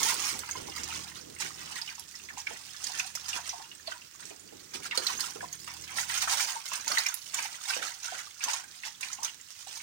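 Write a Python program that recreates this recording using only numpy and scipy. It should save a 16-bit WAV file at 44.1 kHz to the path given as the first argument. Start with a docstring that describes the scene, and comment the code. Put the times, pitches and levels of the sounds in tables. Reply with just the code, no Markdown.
"""Fish thrash in a hand net in the shallow water of a concrete pond while someone gropes among them.
Each stroke folds in air, which resonates as gurgling bubbles, and throws spray over a steady trickle.
Tails slap, drops fall, air pockets plop, water laps hollowly, and there are a few dull knocks and gulps.
Reflections from the pond walls add a short ring; a far motor's hum and faint hiss lie below.
Of the two spaced microphone ports, the left is shielded and duller."""
import sys
import numpy as np
from scipy import signal
from scipy.fft import rfft, irfft
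from scipy.io import wavfile
from scipy.ndimage import uniform_filter1d, map_coordinates

SR = 44100
rng = np.random.default_rng(int(sys.argv[2]) if len(sys.argv) > 2 else 0)


def inscribe(sig):
    """Save sig as 16-bit PCM at rate SR to the path in sys.argv[1].

    A 1-D sig is mono; a 2-D sig holds one channel per row.
    Samples are clipped to [-1, 1] before scaling.
    """
    pcm = np.round(np.clip(np.atleast_2d(sig).T, -1, 1) * 32767)
    wavfile.write(sys.argv[1], SR, pcm.astype(np.int16))


N = 433062
T = np.arange(N) / SR

# strokes of a fish, the hand or the net through the water: start_s, hold_s, gurgle_db, spray_db
STROKES = [(-0.022, 0.14, -39, -31.5), (0.172, 0.12, -43.5, -38), (0.53, 0.021, -42, -41),
           (0.749, 0.025, -42, -43), (0.876, 0.13, -49, -42), (1.141, 0.036, -49, -45),
           (1.393, 0.034, -37.5, -33.5), (1.57, 0.15, -48.5, -44.5), (1.748, 0.082, -48, -46.5),
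           (2.365, 0.03, -51, -43.5), (2.454, 0.071, -48, -45.5), (2.604, 0.19, -55, -44.5),
           (2.821, 0.096, -49, -40.5), (2.927, 0.054, -43.5, -37.5), (3.274, 0.1, -44.5, -39.5),
           (3.421, 0.061, -48.5, -41.5), (3.872, 0.052, -48, -50), (4.176, 0.11, -56.0, -46.5),
           (4.728, 0.019, -41.5, -36.5), (4.818, 0.027, -47, -39.5), (4.935, 0.11, -44.5, -38.5),
           (5.068, 0.036, -38, -35), (5.183, 0.059, -42, -36.0), (5.664, 0.043, -44.0, -43),
           (5.863, 0.064, -42, -45.0), (5.953, 0.056, -42, -35), (6.077, 0.1, -39.5, -35.5),
           (6.203, 0.03, -37, -30.5), (6.265, 0.065, -36.5, -30), (6.357, 0.062, -38.5, -30),
           (6.464, 0.043, -43, -38.5), (6.634, 0.026, -48.5, -44), (6.704, 0.029, -38.0, -36.5),
           (6.861, 0.18, -37, -34.5), (7.325, 0.094, -39.5, -36.5), (7.668, 0.1, -43, -38.5),
           (7.81, 0.058, -41.5, -38), (8.037, 0.17, -43.0, -38.5), (8.415, 0.17, -43, -37.5),
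           (8.826, 0.049, -49, -40), (9.009, 0.12, -46.5, -41.5), (9.222, 0.037, -46.5, -40),
           (9.678, 0.068, -51.5, -42.5)]
# water trickling between strokes: time_s, gurgle_db, spray_db
TRICKLE = [(0.0, -41, -33), (0.45, -47.5, -44), (1.05, -52, -47), (1.3, -61, -52), (1.65, -56, -47),
           (2.15, -66, -55), (3.3, -53, -45), (4.08, -66, -59), (4.68, -63, -58), (5.2, -53, -49),
           (5.45, -60.5, -53), (5.8, -61, -47.5), (6.5, -49.5, -43), (7.05, -51, -44), (7.25, -60, -44),
           (7.55, -52.5, -45), (7.95, -57, -44), (8.36, -62, -50.5), (8.6, -58, -51.5), (9.4, -69.5, -54),
           (9.82, -59.5, -45.5)]
# spectrum of the entrained air: frequency_hz, level_db
GURGLE_SPECTRUM = [(250, -27.5), (560, -14), (760, -0.5), (950, -5), (1400, 0.5), (3200, 1), (5000, -12)]
# spectrum of droplets striking the surface: frequency_hz, level_db
SPRAY_SPECTRUM = [(1200, -12.5), (2600, -4), (3600, -3.5), (5000, 1), (6400, 3.5), (7500, -2.5),
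                  (9000, -0.5), (10500, -9), (14000, -13.5), (15000, -3), (16000, -12.5)]
# slaps of fish and falling water: start_s, level_db, bubble_pitch_hz, crackle_t60_s
SLAPS = [(0.031, -24, 6400, 0.0028), (0.143, -31, 8200, 0.0073), (0.391, -30.5, 8350, 0.0065),
         (0.834, -32, 6230, 0.089), (1.407, -31.5, 6250, 0.019), (1.996, -37, 10400, 0.0028),
         (2.841, -31.5, 6530, 0.0039), (2.869, -30.5, 5020, 0.008), (2.995, -29, 6040, 0.024),
         (3.152, -27, 6170, 0.048), (3.289, -30, 5994, 0.013), (4.975, -21.5, 4620, 0.016),
         (5.067, -24, 4170, 0.051), (5.205, -25.5, 5100, 0.032), (6.879, -27.5, 6520, 0.0055),
         (6.918, -25, 5006, 0.0073), (6.984, -24.5, 4600, 0.011), (7.065, -27.5, 6340, 0.0059),
         (7.142, -29.5, 9900, 0.003), (7.344, -26.5, 6690, 0.0053), (8.439, -22.5, 6450, 0.02),
         (8.534, -26.5, 6230, 0.059), (9.009, -31.5, 6850, .018), (9.232, -28.5, 6060, .012),
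         (9.247, -26, 6340, 0.0095)]
# large air pockets pinching off: start_s, level_db, pitch_hz
PLOPS = [(0.058, -38.5, 920), (0.095, -37.5, 990), (0.12, -35, 1020), (0.489, -38, 1680),
         (0.553, -38.5, 1030), (0.683, -42, 797.4), (0.766, -45, 1390), (1.422, -34.5, 2280),
         (2.469, -31, 2303), (2.897, -46.5, 768.5), (2.998, -26.5, 2540), (3.715, -42, 2926),
         (3.917, -37, 1454), (4.747, -39, 2914), (4.855, -37.5, 1590), (5.02, -38, 1700),
         (5.099, -35.5, 1002), (5.676, -37, 1418), (5.984, -28, 1966), (6.096, -30, 2009),
         (6.274, -28, 1293), (6.33, -38, 1000), (6.402, -29, 2235), (6.716, -38, 1080), (6.914, -29, 1313),
         (6.972, -23, 1934), (7.168, -46, 1141), (7.387, -30, 2281), (7.585, -47, 1447),
         (7.701, -27.5, 1547), (7.735, -30.5, 2602), (7.825, -33, 1500), (8.083, -39, 1484),
         (8.835, -35, 2052), (9.03, -31, 2403)]
# cavities that open (pitch falls) or close (pitch rises): start_s, length_s, level_db, first_hz, last_hz
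GLUGS = [(0.903, 0.063, -35, 2917, 1450), (1.876, 0.049, -33, 2890, 1308), (2.287, 0.048, -38, 2150, 1000),
         (2.507, 0.011, -42, 716, 1888), (3.331, 0.045, -30, 2870, 1503), (3.387, 0.022, -37.5, 686, 1490),
         (3.526, 0.019, -39, 693, 1050), (3.876, 0.02, -38.5, 620, 1144), (4.911, .04, -27.5, 2690, 988),
         (5.406, 0.015, -35, 1600, 1350), (5.427, 0.026, -33, 676.5, 1710),
         (7.061, 0.031, -24.5, 2390, 1503), (8.407, 0.059, -35, 2505, 951)]
# clear drops ringing on the surface: start_s, level_db, pitch_hz
PLINKS = [(0.511, -28.5, 6400), (1.815, -29, 4900), (2.153, -38, 5280), (3.493, -26.5, 5820),
          (3.873, -30, 4130), (5.177, -35, 6430), (5.528, -31, 6490), (6.177, -29, 6353),
          (6.686, -34, 6730), (7.086, -28, 6330), (8.032, -30.5, 6230), (9.13, -30, 6630)]
# hollow laps of water: start_s, level_db
LAPS = [(0.884, -43), (1.978, -48), (2.372, -42.5), (3.53, -38), (3.597, -42), (6.551, -39), (7.383, -41.5),
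        (8.474, -35.5), (8.532, -39.5), (8.635, -55), (8.865, -45), (9.184, -43), (9.224, -40.5)]
# the two close tones of a lap: pitch_hz
LAP_TONES_HZ = [845.6, 920]
# dull knocks and deep gulps: start_s, level_db, pitch_hz
GULPS = [(2.507, -42, 465.6), (4.306, -43, 414.1), (4.523, -47.5, 447.3), (4.746, -43, 352.6),
         (4.975, -30.5, 506.4), (5.355, -39, 437.7), (6.9, -40.5, 580), (7.766, -36, 493.6),
         (7.811, -39, 480.7), (8.122, -38, 712), (9.669, -46.5, 750)]
# low wash of moving water: time_s, level_db
WASH_LEVEL = [(0, -45), (.5, -52.5), (1.6, -54.5), (2.05, -65), (4.0, -65), (4.3, -59), (5.3, -57),
              (5.7, -58.5), (6.7, -67.5), (9.8, -72)]
# spectrum of that wash: frequency_hz, level_db
WASH_SPECTRUM = [(30, -18), (75, -2.5), (130, -1.5), (340, 2), (470, 1.5), (620, -7), (4000, -53)]
# rotation of the far motor: time_s, turns_per_s
MOTOR_SPEED = [(0.2, 38), (0.95, 39.5), (1.7, 40.6), (5.4, 39), (6.3, 41.2)]
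# hum of the motor: time_s, level_db
HUM_LEVEL = [(0, -66), (0.8, -53.5), (1.65, -60), (2.0, -66), (3.3, -62), (3.8, -75), (5.1, -66.5),
             (5.6, -57.5), (6.3, -56), (6.5, -72.5), (9.8, -74)]
# harmonics of its rotation, from the second up: level_db
HUM_HARMONICS_DB = [-2.5, -7, -2.5, -7, -13.5, -21, -6]
# spectrum of the faint hiss: frequency_hz, level_db
HISS_SPECTRUM = [(30, -15), (90, 2), (220, -6), (430, -19.5), (700, -26), (1200, -1.5), (3000, -4.5),
                 (6500, 1), (7600, 1), (10000, -8.5), (13500, -12), (15000, -3.5)]
# top treble of the water, which dulls once the crouching body screens the net: time_s, gain_db
TREBLE_GAIN = [(0, 3), (1.2, -2.5), (4.6, -6), (5.2, 1.5), (7.2, 0), (8.6, -10), (9.8, -3)]
# earlier arrival of the direct sound at the left port: time_s, lead_ms
LEFT_LEAD = [(0, 0.94), (2.5, 1.21), (4.5, 1.115), (5.1, 0.67), (6.0, 1.35), (8.3, 1.48), (9.2, 1.026),
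             (9.8, 1.28)]
# partly blocked straight path to the left port: frequency_hz, gain_db
LEFT_DIRECT_PATH = [(400, 0.5), (1500, -3.5), (4000, -5), (9000, -5.5)]
# shielding of all sound at the left port: frequency_hz, gain_db
LEFT_SHIELDING = [(300, -2), (500, -5.5), (820, -1.5), (1350, -0.5), (2400, -1), (3500, -2.5), (5000, -8),
                  (6500, -9), (8100, -17.5), (10000, -12), (13000, -16.5), (15500, -24)]

USUAL_DB = -41   # reference level of the churning


def stroke_levels(attack_s=.017, sag_db_per_s=8, release_db_per_s=200):
    """Incoherent sources add in power: strokes and trickle sum to a gurgle level and a spray level in dB."""
    spatter_db, lead_in_db_per_s, spatter_db_per_s = -15, 280, 130
    power = from_db(in_time(TRICKLE)) ** 2
    for start_s, hold_s, *levels_db in STROKES:
        span = slice(max(int((start_s - .5) * SR), 0), int((start_s + 1) * SR))
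        age = T[span] - start_s
        before_s, after_s = np.maximum(-age, 0), np.maximum(age - hold_s, 0)
        stroke = np.clip(age / attack_s, 0, 1) * from_db(-sag_db_per_s * age - release_db_per_s * after_s)
        # water stirs before a stroke and spatters after it
        spatter = from_db(spatter_db - lead_in_db_per_s * before_s - spatter_db_per_s * after_s)
        power[:, span] += np.outer(from_db(levels_db), np.maximum(stroke, spatter)) ** 2
    surge_db = 2 * drift(per_s=22)
    return 10 * np.log10(power) + surge_db


def gurgle_pitch(level_db, settle_s=0.052):
    """Resonance falls with bubble size: a stroke starts with small bubbles that grow as its cavity opens."""
    pole = np.exp(-1 / (settle_s * SR))
    onset_db = signal.lfilter([pole, -pole], [1, -pole], level_db - level_db[0])
    return 1600 * 2 ** (0.035 * onset_db - 0.02 * (level_db + 44) + .2 * drift(22))


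def gurgle(level_db):
    """Air entrainment: bubbles ring singly in a trickle and merge into a rush under hard churning."""
    centre_hz = gurgle_pitch(level_db)
    per_s = np.clip(260 * from_db(.6 * (level_db + 45)), 60, 900)
    bubbles = swarm(per_s, centre_hz, octaves=1.985, cycles=24, rise=0.41, spread_db=3, size=1400)
    rush = 0
    for hz in 600 * 2 ** (np.arange(7) / 2.4):
        off_centre_db = -3.5 * np.log2(hz / centre_hz) ** 2
        noise = unit_rms(band(rng.standard_normal(N), hz, octaves=0.37))
        rush = rush + noise * from_db(off_centre_db + 3 * drift(50))
    bubbles = evened(colour(bubbles, GURGLE_SPECTRUM))
    rush = evened(colour(rush, GURGLE_SPECTRUM))
    rush_db = -1.17 + 0.15 * (level_db - USUAL_DB)
    return from_db(level_db) * (from_db(-1.5) * bubbles + from_db(rush_db) * rush)


def spray(level_db):
    """Droplet impacts radiate ticks and entrain tiny bubbles; the patter comes in clumps."""
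    per_s = np.clip(750 * from_db(.8 * (level_db + 42)), 120, 2400)
    fizz = swarm(per_s, centre_hz=5200, octaves=1.9, cycles=18, rise=.2, spread_db=3.8, size=400)
    impacts = (rng.random(N) < 2.4 * per_s / SR) * rng.standard_normal(N)
    ticks = evened(impacts * from_db(3.94 * np.minimum(rng.exponential(1, N), 4.5)))
    fizz = unit_rms(colour(fizz, SPRAY_SPECTRUM))
    ticks = unit_rms(colour(ticks, SPRAY_SPECTRUM))
    return from_db(level_db + 1.6 * drift(70)) * (from_db(-1.5) * fizz + ticks)


def slosh(gurgle_db):
    """Displacement: the mass of water that a stroke shifts adds a soft low body."""
    body = unit_rms(band(rng.standard_normal(N), hz=330, octaves=1.9))
    return from_db(gurgle_db - 23 + 6.7 * drift(30)) * body


def slaps():
    """Impact excitation: a click, a crackle, a puff of like-sized bubbles and one that rings clearly."""
    crackle, pings = np.zeros(N), np.zeros(N)
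    for start_s, db, hz, t60_s in SLAPS:
        add(pings, start_s, db - 5, band(burst(.0015), 1.15 * hz, octaves=1.3, order=1))
        add(crackle, start_s, db + 0.5, burst(t60_s) * from_db(4.3 * rng.standard_normal(6000)))
        add(pings, start_s, db + 0.5, band(burst(t60_s), hz, octaves=0.49))
        add(pings, start_s, db - 3, bubble(hz, cycles=83, rise=0.029))
    return colour(crackle, SPRAY_SPECTRUM) + pings


def plops(gurgle_db, stray_hz=2412, stray_octaves=1.68):
    """Pinch-off sets air pockets and random stray bubbles into volume oscillation amid a little splash."""
    out = np.zeros(N)
    strays = [(start_s, db + 2.5, stray_hz * 2 ** (stray_octaves * place))
              for start_s, db, place in scattered(gurgle_db, per_s=7, spread_db=0.94)]
    for start_s, db, hz in list(PLOPS) + strays:
        add(out, start_s, db, bubble(hz * 0.983, cycles=32, rise=0.092))
        add(out, start_s, db - 3.5, band(burst(0.039), hz, octaves=1.35))
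    return out


def glugs(step_s=.011, fade_db=15, scatter_octaves=0.046):
    """Size sets resonance: a changing cavity sheds an uneven run of bubbles that step along a glide."""
    out = np.zeros(N)
    for start_s, length_s, db, first_hz, last_hz in GLUGS:
        count = max(round(length_s / step_s), 1) + 1
        jitter, detune, scatter_db = rng.standard_normal((3, count))
        for k in range(count):
            progress = np.clip((k + .25 * jitter[k] * (k > 0)) / (count - 1), 0, 1)
            birth_s = start_s + length_s * progress
            hz = first_hz * (last_hz / first_hz) ** progress * 2 ** (scatter_octaves * detune[k])
            level_db = db - 2 - fade_db * progress + scatter_db[k]
            add(out, birth_s, level_db, bubble(hz, cycles=36, rise=0.059))
            add(out, birth_s, level_db - 4.5, band(burst(0.039), hz, octaves=1.5))
    return out


def plinks(t60_s=0.022):
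    """Bubble entrapment: a drop ticks, splashes finely and traps one tiny bubble that rings on."""
    out = np.zeros(N)
    for start_s, db, hz in PLINKS:
        add(out, start_s, db - 8, band(burst(0.0018), hz, octaves=1.4, order=1))
        add(out, start_s, db - 2.5, band(burst(t60_s), hz, octaves=0.28))
        add(out, start_s, db - 1.5, bubble(hz, cycles=t60_s * hz, rise=0.018))
    return out


def drips(spray_db, centre_hz=6210):
    """Impact and bubble resonance: lone drops from the net and the sleeve each tick and ping."""
    ticks, pings = np.zeros(N), np.zeros(N)
    for start_s, db, place in scattered(spray_db, per_s=22, spread_db=2.5):
        add(ticks, start_s, db + 0.5, burst(0.0024, size=600))
        add(pings, start_s, db - 2.5, bubble(centre_hz * 2 ** place, cycles=124, rise=0.22, size=900))
    return colour(ticks, SPRAY_SPECTRUM) + pings


def laps(swell_s=0.0053, t60_s=0.12):
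    """Beating: a lap swells with a wet slop and rings on in two close tones that interfere."""
    out, age = np.zeros(N), T[:SR // 2]
    envelope = (1 - np.exp(-age / swell_s)) * from_db(-60 * age / t60_s)
    for start_s, db in LAPS:
        tones = sum(from_db(4.1 * rng.standard_normal()) * np.sin(2 * np.pi * (hz * age + rng.random()))
                    for hz in LAP_TONES_HZ)
        add(out, start_s, db - 1, envelope * tones)
        add(out, start_s, db, band(burst(0.063), np.mean(LAP_TONES_HZ), octaves=0.58))
    return out


def gulps():
    """Damped resonance: a deep ring dies quickly under a soft thud."""
    out = np.zeros(N)
    for start_s, db, hz in GULPS:
        add(out, start_s, db, bubble(hz, cycles=33, rise=0.091))
        add(out, start_s, db - 1, band(burst(0.25), hz, octaves=1.48))
    return out


def wash():
    """Amplitude-modulated noise: moving water makes an uneven low wash."""
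    level_db, = in_time(WASH_LEVEL)
    return from_db(level_db + 4.1 * drift(20)) * unit_rms(colour(rng.standard_normal(N), WASH_SPECTRUM))


def motor_hum():
    """Harmonic series: a far motor hums at multiples of its slowly changing rate of rotation."""
    level_db, = in_time(HUM_LEVEL)
    turns_per_s, = in_time(MOTOR_SPEED)
    turns = np.cumsum(turns_per_s) / SR
    hum = sum(from_db(db + 3.4 * drift(6)) * np.sin(2 * np.pi * harmonic * turns)
              for harmonic, db in enumerate(HUM_HARMONICS_DB, 2))
    return from_db(level_db) * unit_rms(hum)


def hiss():
    """Stationary noise: a faint, even hiss."""
    return from_db(-51) * unit_rms(colour(rng.standard_normal(N), HISS_SPECTRUM))


def body_shadow(x, corner_hz=10200):
    """Acoustic shadow: the top treble rises and falls as the crouching body clears or screens the net."""
    below = signal.sosfilt(signal.butter(1, corner_hz, fs=SR, output="sos"), x)
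    gain_db, = in_time(TREBLE_GAIN)
    return below + from_db(gain_db) * (x - below)


def walls(x, early_db, late_db, late_t60_s, early_t60_s=0.047, size=10000, hop=1024):
    """Reverberation: near walls scatter, then the basin rings; moving splashes keep changing the echoes."""
    age = T[:size]
    early = from_db(-60 * age / early_t60_s) * (age > .001)
    late = from_db(-60 * age / late_t60_s) * (1 - np.exp(-age / 0.003))
    decay = np.hypot(from_db(early_db) * early / np.linalg.norm(early),
                     from_db(late_db) * late / np.linalg.norm(late))
    crossfade = np.sin(np.pi * np.arange(2 * hop) / (2 * hop))
    out = np.zeros(N + size + 3 * hop)
    x = np.pad(x, (hop, 2 * hop))
    for at in range(0, N + hop, hop):
        echo = signal.fftconvolve(x[at:at + 2 * hop] * crossfade, decay * rng.standard_normal(size))
        out[at:at + len(echo)] += echo
    return out[hop:hop + N]


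def left_path(direct):
    """Path difference: direct sound reaches the left port earlier, and partly blocked."""
    lead_ms, = in_time(LEFT_LEAD)
    ahead = map_coordinates(direct, [np.arange(N) + lead_ms * SR / 1000], order=3)
    return colour(ahead, LEFT_DIRECT_PATH)


def bubble(hz, cycles, rise, size=6000):
    """Damped oscillator: a bubble loses 60 dB over `cycles`, its pitch rising as it nears the surface."""
    life = T[:size] * hz / cycles
    phase = 2 * np.pi * np.cumsum(hz * (1 + rise * np.minimum(life, 1))) / SR
    swell = 1 - np.exp(-(life * cycles) ** 2)
    return np.sin(phase) * from_db(-60 * life) * swell


def swarm(per_s, centre_hz, octaves, cycles, rise, spread_db, size):
    """Superposition: bubbles of random birth, pitch and strength sum to a texture of even level."""
    births = np.flatnonzero(rng.random(N) < per_s / SR)
    place, strength, polarity = rng.random((N // 8, 3))[:len(births)].T
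    pitches_hz = np.broadcast_to(centre_hz, N)[births] * 2 ** (octaves * (place - .5))
    levels_db = spread_db * np.minimum(-np.log(strength), 4)
    gains = from_db(levels_db) * np.sign(polarity - .5) * np.sqrt(pitches_hz)
    out = np.zeros(N + size)
    for at, hz, gain in zip(births, pitches_hz, gains):
        out[at:at + size] += gain * bubble(hz, cycles, rise, size)
    return evened(out[:N])


def scattered(level_db, per_s, spread_db, follows=0.51):
    """Random arrivals, louder with the churning: start_s, level_db, place in pitch range (-.5 to .5)."""
    wait, strength, place = rng.random((600, 3)).T
    start_s = np.cumsum(-np.log(wait)) / per_s
    swing_db = np.interp(start_s, T, level_db) - USUAL_DB
    db = USUAL_DB + follows * swing_db + spread_db * np.minimum(-np.log(strength), 2.8)
    return np.transpose([start_s, db, place - .5])[start_s < T[-1]]


def burst(t60_s, size=6000):
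    """Exponential decay: noise that falls 60 dB in t60_s."""
    return rng.standard_normal(size) * from_db(-60 * T[:size] / t60_s)


def add(track, start_s, db, sound):
    """Equal energy: place a sound with the energy of 10 ms at the given level."""
    at = max(round(start_s * SR), 0)
    sound = sound * from_db(db) * np.sqrt(0.01 * SR / np.sum(sound ** 2))
    track[at:at + len(sound)] += sound[:N - at]


def band(x, hz, octaves, order=2):
    """Band-pass filter of a given width around a pitch."""
    edges_hz = np.clip(hz * 2 ** (np.array([-.5, .5]) * octaves), 20, [SR / 2 - 900, SR / 2 - 500])
    return signal.sosfilt(signal.butter(order, edges_hz, "band", fs=SR, output="sos"), x)


def colour(x, spectrum):
    """Minimum-phase (causal) filter that follows a spectrum."""
    hz, db = np.transpose(spectrum)
    grid_hz = np.linspace(1, SR / 2, 2049)
    gain = from_db(np.interp(np.log(grid_hz), np.log(hz), db))
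    cepstrum = irfft(np.log(gain))
    causal_fold = 1 + np.sign(np.fft.fftfreq(len(cepstrum)))
    impulse_response = irfft(np.exp(rfft(cepstrum * causal_fold)))
    return signal.oaconvolve(x, impulse_response)[:N]


def evened(x):
    """Running normalisation: divide out the level of the surrounding 60 ms."""
    return x / np.sqrt(np.abs(uniform_filter1d(x ** 2, 2600)) + 0.011 * np.mean(x ** 2))


def drift(per_s):
    """Random modulation of unit spread, joining per_s values a second."""
    knots = rng.standard_normal(4096)
    return unit_rms(map_coordinates(knots, [T * per_s], order=1, mode="wrap"))


def in_time(rows):
    """Linear interpolation of each column of a curve at every sample."""
    time_s, *columns = np.transpose(rows)
    return [np.interp(T, time_s, column) for column in columns]


def unit_rms(x):
    """Normalisation to a mean power of one."""
    return x / np.sqrt(np.mean(x ** 2) + 1e-20)


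def from_db(db):
    """Amplitude ratio of a level in decibels."""
    return 10 ** (np.asarray(db) / 20)


def scene():
    """Direct and reflected sound superpose at two spaced ports; the shielded left hears more wall echo."""
    gurgle_db, spray_db = stroke_levels()
    churn = gurgle(gurgle_db) + spray(spray_db)
    lows = gulps() + slosh(gurgle_db) + motor_hum() + wash()
    left_hiss, right_hiss = hiss(), hiss()
    hits = slaps() + plinks() + plops(gurgle_db) + laps() + glugs() + drips(spray_db)
    # the churning and the hits carry little sound below about 500 Hz
    low_cut = signal.butter(4, 530, "high", fs=SR, output="sos")
    churn, hits = signal.sosfilt(low_cut, body_shadow(np.array([churn, hits])))
    # one hollow note keeps ringing in the water's sound
    hits = hits + from_db(0.5) * band(churn + hits, hz=946, octaves=0.16, order=1)
    direct = from_db(-2) * churn + from_db(-5) * hits + lows
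    left_echo = walls(churn + hits, early_db=-0.5, late_db=-11, late_t60_s=0.23)
    right_echo = walls(from_db(0.5) * churn + hits, early_db=-4.5, late_db=-12, late_t60_s=0.33)
    left = from_db(-3.5) * colour(left_path(direct) + left_echo + left_hiss, LEFT_SHIELDING)
    right = direct + right_echo + right_hiss
    return np.array([left, right])


def record(dry, cutoff_hz=15900):
    """Band limiting: a steep low-pass filter cuts the top treble."""
    return signal.sosfilt(signal.ellip(12, .2, 80, cutoff_hz, fs=SR, output="sos"), dry)


dry = scene()
out = record(dry)
inscribe(out)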